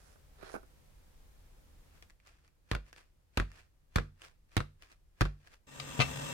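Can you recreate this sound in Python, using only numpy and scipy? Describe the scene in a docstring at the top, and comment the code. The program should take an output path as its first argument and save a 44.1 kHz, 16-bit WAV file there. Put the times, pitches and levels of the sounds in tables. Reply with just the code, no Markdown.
"""A thin plastic tray is knocked five times on a wooden table: each knock is a clatter of impacts that
excite the resonances of its walls, over a thump from the modes of the table top. The tray ticks and
rustles as it is gripped and lifted. Before the knocks, a plastic spoon scrapes and dabs in a cup of
cream; after them, a small piece of furniture slides over the wooden floor with a hiss of friction and
bumps once. A small room reverberates faintly, over low rumble and hiss."""
import sys
import numpy as np
from scipy import signal
from scipy.fft import rfft, irfft, next_fast_len
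from scipy.io import wavfile
from scipy.ndimage import map_coordinates

SR = 44100
rng = np.random.default_rng(int(sys.argv[2]) if len(sys.argv) > 2 else 0)


def dump_mix(stems):
    """Bounce the given channels to the path in sys.argv[1] as a 16-bit WAV at rate SR."""
    frames = np.atleast_2d(stems).T  # one column per channel
    limited = np.clip(frames, -1, 1)  # hard clip at full scale
    pcm = np.round(limited * 32767).astype(np.int16)
    wavfile.write(sys.argv[1], SR, pcm)


N = 279153

# Tray corners meeting the table: t/s, level/dB, treble/dB, wall f/Hz, left minus right/dB
CONTACTS = [(2.714, -20, 3, 4370, 0.5), (2.733, -30.5, -5, 1020, -4), (2.750, -23.5, 0, 1416, 2),
            (3.3732, -19, 9.5, 2600, 0.5), (3.3768, -22, 1, 1200, -1), (3.399, -19, -3.5, 1895, 2.5),
            (3.417, -37, -4.5, 1140, 0.5), (3.9586, -15, 5, 1260, -1), (3.972, -25.5, -2.5, 1100, 0),
            (3.984, -19, -12, 1870, 1), (4.5672, -17, 7, 2000, -4.5), (4.5764, -24, 2, 2480, -7.5),
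            (4.6041, -24.5, -8, 1420, 4), (5.209, -16, 4.5, 1290, 1), (5.2161, -15.5, -3.5, 1720, -4),
            (5.253, -30, -2.5, 1410, 1.5), (5.258, -30, -4.5, 1420, 1)]
# Spectral envelope of a clack: f/Hz, level/dB
CLACK_SPECTRUM = [(100, -21.5), (180, -1), (260, -9.5), (400, -8.5), (650, -9), (880, -11.5), (1400, -8),
                  (2100, -13), (3000, -17), (4200, -17), (5500, -24.5), (9000, -32), (12000, -36),
                  (16000, -45)]
# Tray resonances: f/Hz, width/Hz, level/dB above the envelope
TRAY_MODES = [(335, 70.6, 7), (493, 120, 4), (1140, 240, 2), (1640, 300, 3), (2424, 150, 4.5),
              (2700, 34, 6.5), (3464, 190, 4), (4070, 130, 0), (6000, 260, 1), (8600, 780, 2.5)]
# Modes of the table top: f/Hz, level/dB, T60/s
TABLE_MODES = [(49.1, 0.5, 0.24), (92, -16.5, 0.47), (146.4, -11.5, 0.33), (226.2, -30, 0.37),
               (340, -13.5, 0.064)]
def tray_knocks():
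    """Impact excitation: each corner clacks, displaces air and sets the table top in free vibration."""
    clacks, thumps = np.zeros((2, N)), np.zeros((2, N))
    t = np.arange(SR // 2) / SR
    puff_hz, puff_t60, settle_s = 100, 0.045, 0.017
    landings = landing_times()
    for s, db, treble_db, wall_hz, pan_db in CONTACTS:
        # each corner rings its own stretch of wall; the first contact of each knock is brightest
        plastic = response(CLACK_SPECTRUM, TRAY_MODES + [(wall_hz, wall_hz / 3, 5.5)])
        edge = lambda hz: plastic(hz) * amp(treble_db * hz ** 2 / (hz ** 2 + 4300 ** 2))
        clack = impact(edge, t60=0.016, ring_db=-16, ring_t60=0.094, side_db=-1.5)
        clack += amp(-7.5) * chatter(tilted(response(CLACK_SPECTRUM), slope_db=-3), t60=0.079, grain_db=6)
        add(clacks, s, amp(db - 11.5) * clack * amp([[pan_db / 2], [-pan_db / 2]]))
        # the landing takes the weight, so later contacts thump less; each new knock is firmer
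        landed = landings[landings <= s]
        settled = 1 - np.exp((landed.max() - s) / settle_s)
        thump_db = -20.5 + 0.68 * db - 5 * settled + 1.1 * len(landed)
        phase = rng.normal(0, 0.43) * np.array([[1], [-1]])  # left and right slightly out of step
        puff = np.cos(2 * np.pi * puff_hz * t + phase) * decay(t, puff_t60) * onset(t, 0.0011)
        # modal amplitudes vary with the point of contact
        modes = -sum(amp(level + rng.normal(0, 1.9)) * decay(t, t60) * np.sin(2 * np.pi * hz * t)
                     for hz, level, t60 in TABLE_MODES)
        add(thumps, s, amp(thump_db + 13) * puff + amp(thump_db + 2.5) * modes)
    # the thump is cut away below about 37 Hz
    highpass = signal.butter(3, 37, "high", fs=SR, output="sos")
    return clacks, signal.sosfilt(highpass, thumps) * amp([[-0.7], [0.7]])


def chatter(gain, t60, grain_db):
    """Rebound: tiny uneven bounces follow a contact as a grainy decay of noise."""
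    t = np.arange(SR // 5) / SR
    knots = np.arange(0, 0.2, 0.0015)
    grain = amp(grain_db * np.interp(t, knots, rng.standard_normal(len(knots))))
    bounces = rng.standard_normal((2, len(t))) * grain * decay(t, t60) * onset(t, 0.003)
    return unit_energy(coloured(bounces, gain))


def landing_times(gap_s=0.2):
    """Temporal grouping: a contact after a pause longer than gap_s begins a new knock."""
    times = np.array(CONTACTS)[:, 0]
    return times[np.diff(times, prepend=0) > gap_s]


# The tray wall snapping under the fingers: t/s, level/dB, ringing f/Hz
SNAPS = [(2.025, -40, 3450), (2.099, -48, 2050), (2.105, -49, 1980), (2.201, -54.5, 2190),
         (2.273, -48, 4960), (2.478, -54, 2460), (2.929, -38.5, 1770), (2.963, -45.5, 4740),
         (2.982, -46.5, 1900), (3.517, -44.5, 1840), (4.219, -38, 2960), (4.823, -41, 3040),
         (4.834, -48.5, 2560), (5.473, -43, 1630)]
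# The tray shifting in the hands: peak t/s, level/dB, 20 dB rise/s, 20 dB fall/s
GRIP_RUBS = [(1.975, -69.5, 0.13, 0.034), (2.279, -65, 0.061, 0.16), (2.451, -74.5, 0.033, 0.038),
             (2.895, -66, 0.087, 0.029), (2.979, -60.5, 0.039, 0.082), (3.59, -60.5, 0.13, 0.07),
             (4.246, -55, 0.055, 0.068), (4.525, -68, 0.032, .08), (4.831, -65.5, 0.0402, 0.084),
             (4.92, -63.5, 0.047, 0.037), (5.465, -69, 0.11, 0.071), (5.536, -62, 0.049, 0.042)]
# Spectral envelope of flexing plastic: f/Hz, level/dB
RUSTLE_SPECTRUM = [(150, -40), (250, -9), (586, -5), (710, -2), (788, -5.5), (1760, -1.5), (2860, -5.5),
                   (3650, -10.5), (4730, -8), (8850, -16.5), (16000, -26.5)]
def tray_handling():
    """Flexure of a thin shell: the tray ticks and rustles as it is gripped, lifted and swung down."""
    ticks = np.zeros((2, N))
    for s, db, ring_hz in SNAPS:
        wall = tilted(response(RUSTLE_SPECTRUM, TRAY_MODES + [(ring_hz, ring_hz / 5, 8)]), slope_db=0.2)
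        add(ticks, s, amp(db - 14.5) * impact(wall, t60=0.003, ring_db=-17, ring_t60=0.068, side_db=-1))
    rubs = sum(amp(db) * swell(s, rise, fall) for s, db, rise, fall in GRIP_RUBS)
    swings = amp(-65) * sum(swell(s, rise=0.051, fall=0.02) for s in landing_times())
    grain = roughness(rate_hz=500, depth_db=3.2)
    rustle = grain * noise(RUSTLE_SPECTRUM, side_db=0.5, peaks=TRAY_MODES)
    return ticks + amp(3) * (rubs + swings) * rustle


# A light, high tick during the slide, then the legs catching in one bump:
# t/s, level/dB, boom level/dB, ringing f/Hz, tilt/(dB per octave)
SLIDE_IMPACTS = [(5.799, -30.5, -55, 4830, 4.5), (5.992, -24, -22.5, 262, -3),
                 (6.001, -16, -25, 2556, -0.5), (6.008, -18.5, -34, 687, 0), (6.015, -18, -38, 4160, 0),
                 (6.021, -20, -31, 2650, 2.5)]
# Resonances of the struck frame and of legs sliding on boards: f/Hz, width/Hz, level/dB above the envelope
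FRAME_MODES = [(246, 48, 9.5), (495, 80, 9), (724, 28, 9), (828, 13, 1), (980, 25, 10), (1218, 95, 14.5),
               (1546, 41, 10), (2060, 77, 9.5), (2295, 54, 10), (2500, 45, 4), (2680, 37, 9.5),
               (2927, 15, 5), (3130, 59, 7), (3720, 35, -2), (3870, 26, 8.5), (4260, 130, 1.5),
               (5600, 28, 11.5), (6220, 100, 10)]
SLIDE_MODES = [(257, 82, 4.5), (454, 45, 6), (547, 50, 10), (861, 20, 6.5), (960, 22, 10.5),
               (1184, 34, 10.5), (1555, 83, 6.5), (1848, 71, 9.5), (2685, 98, 12.5), (3250, 40, 7),
               (3440, 48, 9.5), (3740, 40, 6), (5140, 92, 12), (6080, 92, 8), (7400, 54, 10),
               (7640, 100, 5), (8350, 80, 11)]
# Spectral envelopes of the slide, its treble fizz, the frame's drone and the bump: f/Hz, level/dB
GLIDE_SPECTRUM = [(140, -24), (230, -1), (370, -10.5), (600, -9), (1100, -10), (2200, -13.5), (3300, -13),
                  (4100, -16), (4550, -20.5), (5200, -20), (7800, -40), (13000, -82)]
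FIZZ_SPECTRUM = [(3240, -41.5), (5500, -9.5), (6120, -3.5), (7720, -2), (11000, -16.5), (13300, -11.5),
                 (16000, -21)]
DRONE_SPECTRUM = [(24, -37), (40, -19), (60, -1), (90, -10), (143, -3), (180, -10.5), (260, -18),
                  (400, -39), (660, -81)]
BUMP_SPECTRUM = [(120, -15.5), (220, -14.5), (380, -9), (700, -6), (1700, -11.5), (2600, -5), (4100, -10),
                 (5000, -15.5), (8000, -24.5), (11000, -34), (16000, -50.5)]
def furniture():
    """Sliding friction: legs hiss over the floor, drive the frame to drone and catch with a rattle."""
    start_s, pickup_s, push_db_per_s = 5.668, 0.1, 8.5
    elapsed = np.maximum(np.arange(N) / SR - start_s, 0)
    # the slide gathers speed, then keeps growing as the push goes on
    drive = onset(elapsed, 0.001) * amp(-14 * np.exp(-elapsed / pickup_s) + push_db_per_s * elapsed)
    friction = drive * roughness(rate_hz=220, depth_db=1.54)
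    out = amp(-47.5) * friction * noise(GLIDE_SPECTRUM, side_db=1, peaks=SLIDE_MODES) * amp([[2], [-2]])
    out += amp(-54) * friction * noise(FIZZ_SPECTRUM, side_db=-0.5, peaks=SLIDE_MODES) * amp([[-1], [1]])
    # the hardest impact shakes the frame into a louder drone
    hardest_s = max(SLIDE_IMPACTS, key=lambda row: row[1])[0]
    drone_gain = amp(-52) * drive + amp(-39.5) * swell(hardest_s, rise=0.019, fall=0.15)
    out += drone_gain * noise(DRONE_SPECTRUM, side_db=-8, peaks=[(142.5, 13, 11.6)])
    t = np.arange(SR // 5) / SR
    boom_hz, boom_t60, phase = 128, 0.13, np.array([[0.5], [-0.5]])
    boom = np.sin(2 * np.pi * boom_hz * t + phase) * decay(t, boom_t60) * onset(t, 0.00063)
    for s, db, boom_db, ring_hz, slope_db in SLIDE_IMPACTS:
        frame = response(BUMP_SPECTRUM, FRAME_MODES + [(ring_hz, ring_hz / 12, 10)])  # its own note
        rattle = impact(tilted(frame, slope_db), t60=0.023, ring_db=-10.5, ring_t60=0.15, side_db=-0.5)
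        add(out, s, (amp(db - 8.5) * rattle + amp(boom_db - 1.5) * boom) * amp([[2.5], [-2.5]]))
    return out


# The spoon dragging in the cup: t/s, duration/s, scrape level/dB, wet hiss level/dB
SPOON_STROKES = [(0.0, 0.14, -68, -71), (0.431, 0.064, -54, -70), (.534, 0.01, -56, -59.5)]
# The spoon dabbing in the cream: t/s, level/dB
SPOON_DABS = [(.158, -54.5), (.428, -38), (.541, -30), (.552, -30.5), (0.563, -34), (0.631, -49.5)]
# Spectral envelopes of the scrape, the cream's wet hiss and a dab: f/Hz, level/dB
SCRAPE_SPECTRUM = [(150, -31), (250, -18), (430, 1.5), (600, -5), (760, -3), (900, -9), (1500, -3.5),
                   (2100, -10.5), (3000, -17), (4200, -14), (5200, -22), (7000, -37), (11000, -91)]
WET_SPECTRUM = [(2500, -51), (5000, 2), (6500, -1), (8500, -4.5), (10700, 0), (12500, -15), (16000, -21)]
DAB_SPECTRUM = [(71, -29), (120, -12), (393, 3), (569, -5.5), (656, -3.5), (1050, -14.5), (1400, 0.5),
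                (1830, -24), (2480, -21), (2990, -35), (6240, -51), (10400, -32), (16000, -49.5)]
def spoon():
    """Friction and damped transients: the spoon scrapes wetly and comes free of the cream in soft dabs."""
    scrape_gain, wet_gain = sum(amp([[scrape_db], [wet_db]]) * swell(s, rise=0.073, fall=0.051, hold=hold)
                                for s, hold, scrape_db, wet_db in SPOON_STROKES)
    grain = roughness(rate_hz=600, depth_db=2.9)
    scrape = scrape_gain * noise(SCRAPE_SPECTRUM, side_db=1)
    wet_hiss = wet_gain * noise(WET_SPECTRUM, side_db=0)
    out = amp(-0.5) * grain * (scrape + wet_hiss)
    for s, db in SPOON_DABS:
        dab = impact(response(DAB_SPECTRUM), t60=0.013, ring_db=-4.5, ring_t60=0.075, side_db=2)
        add(out, s, amp(db - 8.5) * dab)
    return out * amp([[-4.5], [2.5]])


# Reverberation time of the small room: f/Hz, T60/s
ROOM_T60 = [(150, 0.3), (1000, 0.23), (4000, 0.27), (12000, 0.25)]
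def room(x):
    """Reverberation: a short room echo in which each frequency decays at its own rate."""
    out, step = np.zeros((2, N)), SR // 2
    for start in range(0, N, step):  # the random tail is drawn afresh every half second
        hz, t, spectra = signal.stft(rng.standard_normal((2, SR // 2)), SR, nperseg=256)
        spectra = spectra * decay(t, log_interp(ROOM_T60, hz)[:, None]) * onset(t, 0.0036)
        tail = signal.istft(spectra, SR, nperseg=256)[1]
        tail /= np.linalg.norm(tail[0])
        add(out, start / SR, signal.fftconvolve(x[:, start:start + step], tail, axes=1))
    return out


# Spectral envelopes of microphone hiss and room rumble: f/Hz, level/dB
HISS_SPECTRUM = [(120, -22.5), (200, 1), (236, -3), (380, -11), (482, -2.5), (683, -8.5), (2330, -14.5),
                 (2910, -16), (11900, -20.5), (16000, -25)]
RUMBLE_SPECTRUM = [(12, -29.5), (20, 3), (46, 0.5), (87, -6), (113, -17.5), (145, -11), (184, -24),
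                   (236, -26.5), (400, -26.5), (520, -57.5), (880, -120)]
def background():
    """Noise floor: rumble, hiss and a faint electronic whine, which step down at about 2 s."""
    drop_s, fade_s, whine_hz = 2.04, 0.14, 12000
    t = np.arange(N) / SR
    hiss_db = np.interp(t, [drop_s, drop_s + fade_s], [-68.5, -79])
    rumble_db = np.interp(t, [drop_s, drop_s + fade_s], [-60, -66.5])
    hiss = amp(hiss_db) * noise(HISS_SPECTRUM, side_db=0, peaks=[(whine_hz, 90, 8.3)])
    return hiss + amp(rumble_db) * noise(RUMBLE_SPECTRUM, side_db=-10)


def impact(gain, t60, ring_db, ring_t60, side_db):
    """Impulse response of one contact: a crack, then dense modes dying away."""
    t = np.arange(SR // 5) / SR
    envelope = decay(t, t60) + amp(ring_db) * decay(t, ring_t60)
    return unit_energy(coloured(white_pair(len(t), side_db) * envelope, gain))


def noise(spectrum, side_db, peaks=()):
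    """Stationary coloured stereo noise of rms 1."""
    return unit_rms(coloured(white_pair(N, side_db), response(spectrum, peaks)))


def white_pair(count, side_db):
    """Stereo white noise whose side-to-mid ratio sets its coherence."""
    mid, side = rng.standard_normal((2, count))
    return unit_rms(np.array([mid + amp(side_db) * side, mid - amp(side_db) * side]))


def roughness(rate_hz, depth_db):
    """Random amplitude modulation: a smooth gain of rms 1 through rate_hz knots a second."""
    knots = rng.standard_normal(int(N * rate_hz / SR) + 4)
    return unit_rms(amp(depth_db * map_coordinates(knots, [np.arange(N) * rate_hz / SR])))


def response(spectrum, peaks=()):
    """Magnitude response: resonance peaks standing on a broad spectral envelope."""
    return lambda hz: amp(log_interp(spectrum, hz)
                          + sum(db / (1 + (2 * (hz - f) / width) ** 2) for f, width, db in peaks))


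def tilted(gain, slope_db):
    """Spectral tilt of slope_db an octave above 400 Hz, pivoting at 2500 Hz."""
    return lambda hz: gain(hz) * amp(slope_db * np.log2(np.maximum(hz, 400) / 2500))


def coloured(x, gain):
    """Minimum-phase filter of magnitude gain(hz), made causal by folding the cepstrum."""
    n = x.shape[-1]
    size = 2 * next_fast_len(n // 2 + 2048)
    magnitude = np.maximum(gain(np.fft.rfftfreq(size, 1 / SR)), 1e-6)
    cepstrum = irfft(np.log(magnitude), size)
    cepstrum[1:size // 2] *= 2
    cepstrum[size // 2 + 1:] = 0
    return irfft(rfft(x, size) * np.exp(rfft(cepstrum)), size)[..., :n]


def swell(s, rise, fall, hold=0):
    """Exponential envelope: up 20 dB per rise seconds until s, held, then down 20 dB per fall seconds."""
    t = np.arange(N) / SR - s
    return amp(-20 * (np.maximum(-t, 0) / rise + np.maximum(t - hold, 0) / fall))


def decay(t, t60):
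    """Exponential damping by 60 dB in t60 seconds."""
    return amp(-60 * t / t60)


def onset(t, tau):
    """First-order rise with time constant tau."""
    return 1 - np.exp(-t / tau)


def log_interp(points, hz):
    """Interpolation of (f/Hz, value) points on a logarithmic frequency axis."""
    f, values = np.transpose(points)
    return np.interp(np.log(hz + 1), np.log(f + 1), values)


def amp(db):
    """Decibels to amplitude ratio."""
    return 10 ** (np.asarray(db) / 20)


def unit_rms(x):
    """Normalisation to rms 1."""
    return x / np.sqrt(np.mean(x ** 2) + 1e-20)


def unit_energy(x):
    """Normalisation to the energy of 10 ms of stereo sound at rms 1."""
    return x / np.sqrt(np.sum(x ** 2) / (2 * SR / 100))


def add(track, s, x):
    """Superposition of x on the track from time s."""
    part = track[:, round(s * SR):][:, :x.shape[-1]]
    part += x[..., :part.shape[1]]


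def scene():
    """Superposition of close sources in one small room; the tray and the spoon excite its reverberation."""
    clacks, thumps = tray_knocks()
    near = clacks + tray_handling() + spoon()
    return near + thumps + amp(-16) * room(near) + furniture() + background()


def record(dry):
    """Band limiting: an ideal low-pass filter removes everything above the cutoff."""
    cutoff_hz = 16100
    size = next_fast_len(N + SR // 2)
    passband = np.fft.rfftfreq(size, 1 / SR) < cutoff_hz
    return irfft(rfft(dry, size) * passband, size)[:, :N]


dry = scene()
out = record(dry)
dump_mix(out)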